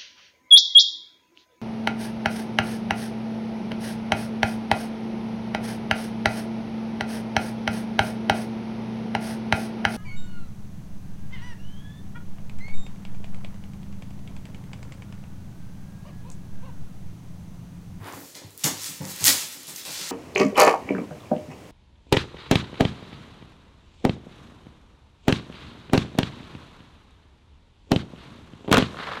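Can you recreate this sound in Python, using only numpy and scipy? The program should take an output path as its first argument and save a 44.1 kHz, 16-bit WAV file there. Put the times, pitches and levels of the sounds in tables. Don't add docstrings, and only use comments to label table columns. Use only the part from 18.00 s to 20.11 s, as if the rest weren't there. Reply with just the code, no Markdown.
import sys
import numpy as np
from scipy import signal
from scipy.fft import rfft, irfft
from scipy.io import wavfile

SR = 44100
rng = np.random.default_rng(int(sys.argv[2]) if len(sys.argv) > 2 else 0)


def unload_audio(sound):
    columns = np.transpose(np.atleast_2d(sound))
    steps = np.round(np.clip(columns, -1, 1) * 32767)
    wavfile.write(sys.argv[1], SR, steps.astype(np.int16))


def volts_from_decibels(level):
    exponent = np.asarray(level, float) / 20
    return 10 ** exponent


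N = 93051
CLUMP_DB = 4


def rms_one(x):
    return x / np.sqrt(np.mean(x ** 2) + 1e-20)


def in_time(rows):
    s, *columns = np.transpose(rows)
    return [np.interp(np.arange(N) / SR, s, column) for column in columns]


def at_hz(points, hz):
    points_hz, values = np.array(points).T
    return np.interp(np.log(hz), np.log(points_hz), values)


def drift(rate_hz):
    r = np.exp(-2 * np.pi * rate_hz / SR)
    wander = signal.lfilter([1], [1, -2 * r, r * r], rng.standard_normal(N + SR))
    return rms_one(wander[SR:])


def ring(clicks, hz, t60_s):
    r = volts_from_decibels(-60 / (t60_s * SR))
    w = 2 * np.pi * hz / SR
    return signal.lfilter([0, np.sin(w)], [1, -2 * r * np.cos(w), r * r], clicks + 1e-18)


def high_pass(x, order, hz):
    return signal.sosfilt(signal.butter(order, hz, "high", fs=SR, output="sos"), x)


def colour(x, spectrum):
    hz = np.maximum(np.arange(N // 2 + 1) * SR / N, 10)
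    lowest_hz, lowest_db = spectrum[0]
    points = [(lowest_hz / 2, lowest_db - 12)] + list(spectrum)
    return rms_one(irfft(rfft(x) * volts_from_decibels(at_hz(points, hz)), N))


def room_tone():
    # (frequency [Hz], density [dB per Hz])
    air_spectrum = [(60, -3), (100, 1), (200, -0.5), (350, 2.5), (600, -5), (1300, -12), (4000, -17.5),
                    (15000, -26.5)]
    return volts_from_decibels(-55 + 0.21 * drift(10)) * colour(rng.standard_normal(N), air_spectrum)


def room(x, cut_s):
    # (frequency [Hz], decay time T60 [s])
    room_decay = [(150, .4), (1000, .33), (4000, .33), (8000, .29), (15000, .21)]
    gap_s, build_s = 0.0027, 0.0074
    edges_hz = 60 * 2 ** np.arange(0, 8.3, 1 / 3)
    t = np.arange(SR) / SR
    white = rng.standard_normal((2, SR))
    tail = 0
    for k, (low, high) in enumerate(zip(edges_hz, edges_hz[1:])):
        band_pass = signal.butter(2, [low, high], "band", fs=SR, output="sos")
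        band = signal.sosfilt(band_pass, white[k % 2])
        tail = tail + band * volts_from_decibels(-60 * t / at_hz(room_decay, np.sqrt(low * high)))
    tail = tail * np.clip((t - gap_s) / build_s, 0, 1) * np.clip((cut_s - t) / .01, 0, 1)
    return signal.fftconvolve(x, tail / np.sqrt(np.sum(tail ** 2)))[:N]


def slide():
    # (time [s], level [dB])
    drag = [
        (0, -58),
        (.03, -48.5),
        (.065, -38),
        (.13, -42),
        (.245, -56.5),
        (.26, -82),
    ]
    # (frequency [Hz], density [dB per Hz])
    cloth_spectrum = [(120, -29), (200, -14), (414, -8), (542, -13.5), (690, -9), (1060, -9), (5000, -28.5),
                      (6500, -57), (11000, -120)]
    level_db, = in_time(drag)
    return volts_from_decibels(level_db + 1.3 * drift(72)) * colour(rng.standard_normal(N), cloth_spectrum)


def thuds():
    # (time [s], level [dB], first pitch [Hz], last pitch [Hz], length [s])
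    landings = [
        (.422, -44, 340, 250, .025),
        (.444, -40, 125, 100, .04),
        (.641, -25, 185, 105, .028),
        (1.001, -28, 165, 160, .034),
        (1.206, -34, 190, 95, .045),
        (1.878, -43, 150, 110, .03),
    ]
    out = np.zeros(N + SR)
    for s, db, first_hz, last_hz, length_s in landings:
        t = np.arange(int(length_s * SR)) / SR
        hz = first_hz + (last_hz - first_hz) * t / length_s
        swell = np.sin(np.pi * (t / length_s) ** 0.75)
        out[int(s * SR):][:len(t)] += volts_from_decibels(db) * swell * np.sin(2 * np.pi * np.cumsum(hz) / SR)
    return out[:N]


def bumps():
    # (time [s], level [dB], pitch struck [Hz], card rattle [dB], ring T60 [s])
    blows = [(.001, -32.5, 98, -14, 0.14), (0.055, -42, 280, -13, 0.2), (0.129, -43, 118, -10, 0.27),
             (0.166, -37.5, 280, -10, 0.13), (.21, -44, 277, -17, 0.23), (.35, -50, 290, -1, 0.26),
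             (0.416, -38.5, 308, -14.5, 0.031), (0.445, -38.5, 113, -41, 0.14),
             (.647, -30.5, 245, 3.5, 0.25), (0.889, -40.5, 210, -12, 0.23), (1.003, -33.5, 146, -13, 0.44),
             (1.006, -38, 480, -13, 0.18), (.72, -44, 97, -18, 0.37), (1.852, -53.5, 200, -7, 0.13),
             (1.04, -38, 188, -5, 0.34), (1.21, -35.5, 115, -5, 0.35), (1.279, -27, 290, -7, 0.14),
             (1.332, -44.5, 88.5, -6.5, 0.17), (1.429, -51, 184, 3.5, 0.2), (1.55, -51, 248, -8, 0.36),
             (1.679, -52, 189, 5.5, 0.34), (1.877, -46, 154, 1, 0.25), (1.991, -54.5, 188, 8, 0.96)]
    # (frequency [Hz], level [dB], share of the ring time [1])
    box_modes = [(101.4, 3.5, 1.68), (153, 7.5, 0.92), (188, 2.5, 0.98), (241.7, -4, 1.44),
                 (282, 1.5, 1.37), (452.3, -4.5, 1.7), (529, 2.5, 2.15), (746, -9, 1.7), (869, 7.5, 1.4),
                 (944, 10, 0.48)]
    # (frequency [Hz], density [dB per Hz])
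    card_spectrum = [(180, 0.5), (300, 6.5), (412, 0.5), (450, -1), (730, -2.5), (790, 1.5), (919, 1),
                     (1390, -10), (2000, -3), (2600, -16), (4400, -120)]
    attack_s, card_t60_s, tail_cut_s, reach_db_per_octave = .003, .4, 0.155, 13
    out = np.zeros(N + 8192)
    t = np.arange(8192) / SR
    shape = (1 - np.exp(-t / attack_s)) * np.clip((tail_cut_s - t) / 0.0083, 0, 1)
    card = colour(rng.standard_normal(N), card_spectrum)
    phases = rng.random((len(blows), len(box_modes)))
    for (s, db, struck_hz, card_db, t60_s), blow_phases in zip(blows, phases):
        body = 0
        for (hz, mode_db, share), phase in zip(box_modes, blow_phases):
            level_db = mode_db - reach_db_per_octave * abs(np.log2(hz / struck_hz))
            decay = volts_from_decibels(level_db - 60 * t / (t60_s * share))
            body = body + decay * np.sin(2 * np.pi * (hz * t + phase / 4))
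        rattle = np.resize(card[int(s * SR):], 8192) * volts_from_decibels(card_db - 60 * t / card_t60_s)
        out[int(s * SR):][:8192] += volts_from_decibels(db) * (body + rattle) * shape
    return out[:N]


def crackle(brightness_db_per_octave, clump_db, denser=1):
    # (frequency [Hz], density [dB per Hz])
    foil_spectrum = [(500, -18.5), (1100, -34), (2300, -17), (4500, -0.5), (6500, 3.5), (9000, 0.5),
                     (13000, -0.5), (16000, 4)]
    buckles_per_s, spread_db, cycles = 5000, 3, 6.76
    sizes = volts_from_decibels(spread_db * np.minimum(rng.exponential(1, N), 2.8)) * rng.choice([-1, 1], N)
    born = rng.random(N) < denser * buckles_per_s * volts_from_decibels(clump_db * drift(40)) / SR
    pitches_hz = np.geomspace(500, 15500, 26)
    dealt = rng.integers(0, 26, N)
    weights = volts_from_decibels(at_hz(foil_spectrum, pitches_hz)) * np.sqrt(pitches_hz)
    panels_db = [2.5 * drift(14.0) for _ in range(7)]
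    out = 0
    for k, (hz, weight) in enumerate(zip(pitches_hz, weights)):
        rings = rms_one(ring(sizes * born * (dealt == k), hz, cycles / hz))
        tilt_db = brightness_db_per_octave * np.log2(hz / 6000)
        out = out + weight * rings * volts_from_decibels(tilt_db + panels_db[k // 4])
    return high_pass(out, 2, 1000) / np.sqrt(np.sum(weights ** 2))


def rustle():
    # (time [s], level [dB], brightness [dB per octave])
    pull = [(0, -67, 3), (.045, -59, 5.5), (.23, -54.5, 5.5), (.37, -53, -11), (.45, -57, -7.5),
            (.57, -61.5, 2), (.585, -47, -2.5), (.78, -40.5, -5.5), (.89, -41, 0.5), (.99, -49.5, -5),
            (1.12, -43.5, -7), (1.23, -35, -8.5), (1.4, -37.5, -3.5), (1.6, -49.5, -4.5), (1.69, -45, -5),
            (1.84, -47, -7.5), (1.93, -40.5, -7), (2.11, -36.5, -9)]
    level_db, brightness = in_time(pull)
    surge_db = 1.0 * drift(15.0)
    return volts_from_decibels(level_db + surge_db) * crackle(brightness, CLUMP_DB)


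def tugs():
    # (time [s], length [s], level [dB], brightness [dB per octave])
    tug_rows = [(0.346, 0.02, -44.5, -9.5), (.636, 0.013, -24.5, -4), (0.814, 0.012, -45.5, 3),
                (0.837, 0.023, -39.5, -5.5), (1.029, 0.019, -46, 0), (1.068, 0.04, -42, 0),
                (1.184, 0.1, -39, 0), (1.338, 0.084, -34.5, -3), (1.674, 0.024, -44.5, -0.5),
                (1.75, 0.031, -46.5, 4), (1.85, 0.032, -39.5, -10.5), (1.905, 0.064, -42.5, -4),
                (1.982, 0.022, -40.5, -6.5), (2.064, 0.037, -41.5, -5)]
    rise_s, fall_s = 0.0013, 0.0079
    t = np.arange(N) / SR
    shapes = []
    for s, length_s, db, _ in tug_rows:
        rise = np.clip((t - s) / rise_s, 0, 1)
        shapes.append(volts_from_decibels(db) * rise * np.exp(-np.maximum(t - s - length_s, 0) / fall_s))
    shapes = np.array(shapes)
    brightness = np.array(tug_rows)[shapes.argmax(axis=0), -1]
    return shapes.sum(axis=0) * crackle(brightness, CLUMP_DB)


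def strip():
    hz, t60_s, centre_s, span_s = 1914, .06, 1.289, .014
    swell = np.exp(-.5 * ((np.arange(N) / SR - centre_s) / span_s) ** 2)
    return volts_from_decibels(-25.5) * rms_one(ring(rng.standard_normal(N), hz, t60_s)) * swell


def tear():
    start_s, crest_s, end_s = 1.2505, 1.264, 1.284
    level_db, rise_db, fall_db_per_s = -17.5, 2.0, 368
    t = np.arange(N) / SR
    before_crest = np.clip((crest_s - t) / (crest_s - start_s), 0, 1)
    db = level_db - rise_db * before_crest - fall_db_per_s * np.maximum(t - end_s, 0)
    brightness = 2.0 - 130 * np.clip(t - start_s, 0, .1)
    return volts_from_decibels(db) * (t > start_s) * crackle(brightness, clump_db=1.0, denser=3.0)


def snaps():
    # (time [s], peak [dB], pitch [Hz], length [ms], extra sent round the room [dB])
    creases = [(.0436, -37, 3600, 1.5, -3), (.1243, -34, 6000, 1.5, -4), (.5064, -39, 9000, 1.5, -4),
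               (.595, -33, 9000, 1.5, -4), (.931, -29, 10000, 1.5, -4), (1.0522, -24, 6800, 2, -3),
               (1.161, -25, 9000, 2, -4), (1.6701, -29, 10000, 1.5, -4), (1.679, -28, 6000, 2, -2),
               (1.798, -29, 6000, 1.5, -4), (1.8622, -29, 12000, 2, -2), (2.0137, -25, 4000, 2, -3),
               (.3525, -27, 5200, 1.5, -1), (.5766, -25, 12000, 1.2, -4), (.6411, -7, 6300, 4, 0),
               (1.2652, -5, 6800, 2, -5), (1.2795, -3, 5500, 2.5, -4), (.8343, -22, 8000, 1.5, -3),
               (.8432, -20, 6000, 2, -1), (1.2415, -4, 6600, 1.5, -7), (1.2488, -4.5, 13000, .7, -3),
               (1.6325, -28, 11000, .7, -6), (1.7603, -23, 6000, 1.2, -3), (1.7632, -24, 6500, 1.2, -3),
               (.0722, -37, 9000, 1, -4), (1.02, -31, 13500, 1, -5), (1.193, -27, 12000, 1, -5),
               (1.487, -26, 10000, 1, -6), (1.852, -30, 5000, 2, -3), (1.9058, -27, 5400, 2, -2),
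               (1.944, -26, 11000, 1, -5), (2.09, -24, 7500, 1.5, -4)]
    # (time [s], peak [dB], pitch [Hz], length [ms], extra to room [dB])
    catches = [
        (1.2545, -7, 5500, 1.5, -8),
        (1.2598, -9, 9000, 1, -8),
        (1.2632, -7, 11500, 1, -8),
        (1.2706, -1, 7200, .9, -8),
        (1.2735, -9, 4400, 1.5, -8),
        (1.2815, -7, 7000, 2.5, -8),
        (1.2878, -8, 7500, 1.2, -8),
        (1.2912, -8, 4500, 2, -8),
        (1.2994, -9, 6000, 1, -8),
        (1.326, -13, 4900, 2, -8),
    ]
    bursts = creases + catches
    peak_db = np.array([[9], [-7]])
    out = np.zeros((2, N + 2048))
    t = np.arange(2048) / SR
    click = 1. * (t == 0)
    for s, db, hz, ms, room_db in bursts:
        noise = rng.standard_normal(2048)
        burst = noise * np.exp(-(1000 * t / ms) ** 2) * np.clip(t / 0.00016, 0, 1)
        push = np.array([burst + 2.5 * click, click])
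        push[0] = signal.lfilter(*signal.butter(1, min(1.5 * hz, .45 * SR), fs=SR), push[0])
        push = push + volts_from_decibels(peak_db) * signal.lfilter(*signal.iirpeak(hz, 2.5, fs=SR), push)
        ragged, even = map(rms_one, high_pass(push, 2, .5 * hz))
        pair = np.array([ragged, volts_from_decibels(room_db) * even]) / np.max(np.abs(ragged))
        start = int(s * SR)
        out[:, start:start + 2048] += volts_from_decibels(db) * pair
    return out[:, :N]


def scene():
    foil = rustle() + tugs()
    rip = tear()
    snap_near, snap_round = snaps()
    to_room = foil + volts_from_decibels(-3.0) * rip + snap_round
    echo = volts_from_decibels(2.5) * room(to_room, cut_s=.95)
    box = bumps() + thuds() + slide()
    return (foil + rip + snap_near + echo + strip() + box + room_tone())[None]


def roll_off(x):
    return signal.sosfilt(signal.butter(12, 17000, fs=SR, output="sos"), x)


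def record(dry):
    ceiling = 1.3
    x = high_pass(ceiling * np.tanh(dry / ceiling), 3, 68)
    x = signal.sosfilt(signal.ellip(12, .5, 62, 15780, fs=SR, output="sos"), x)
    return roll_off(x)


dry = scene()
out = record(dry)
unload_audio(out)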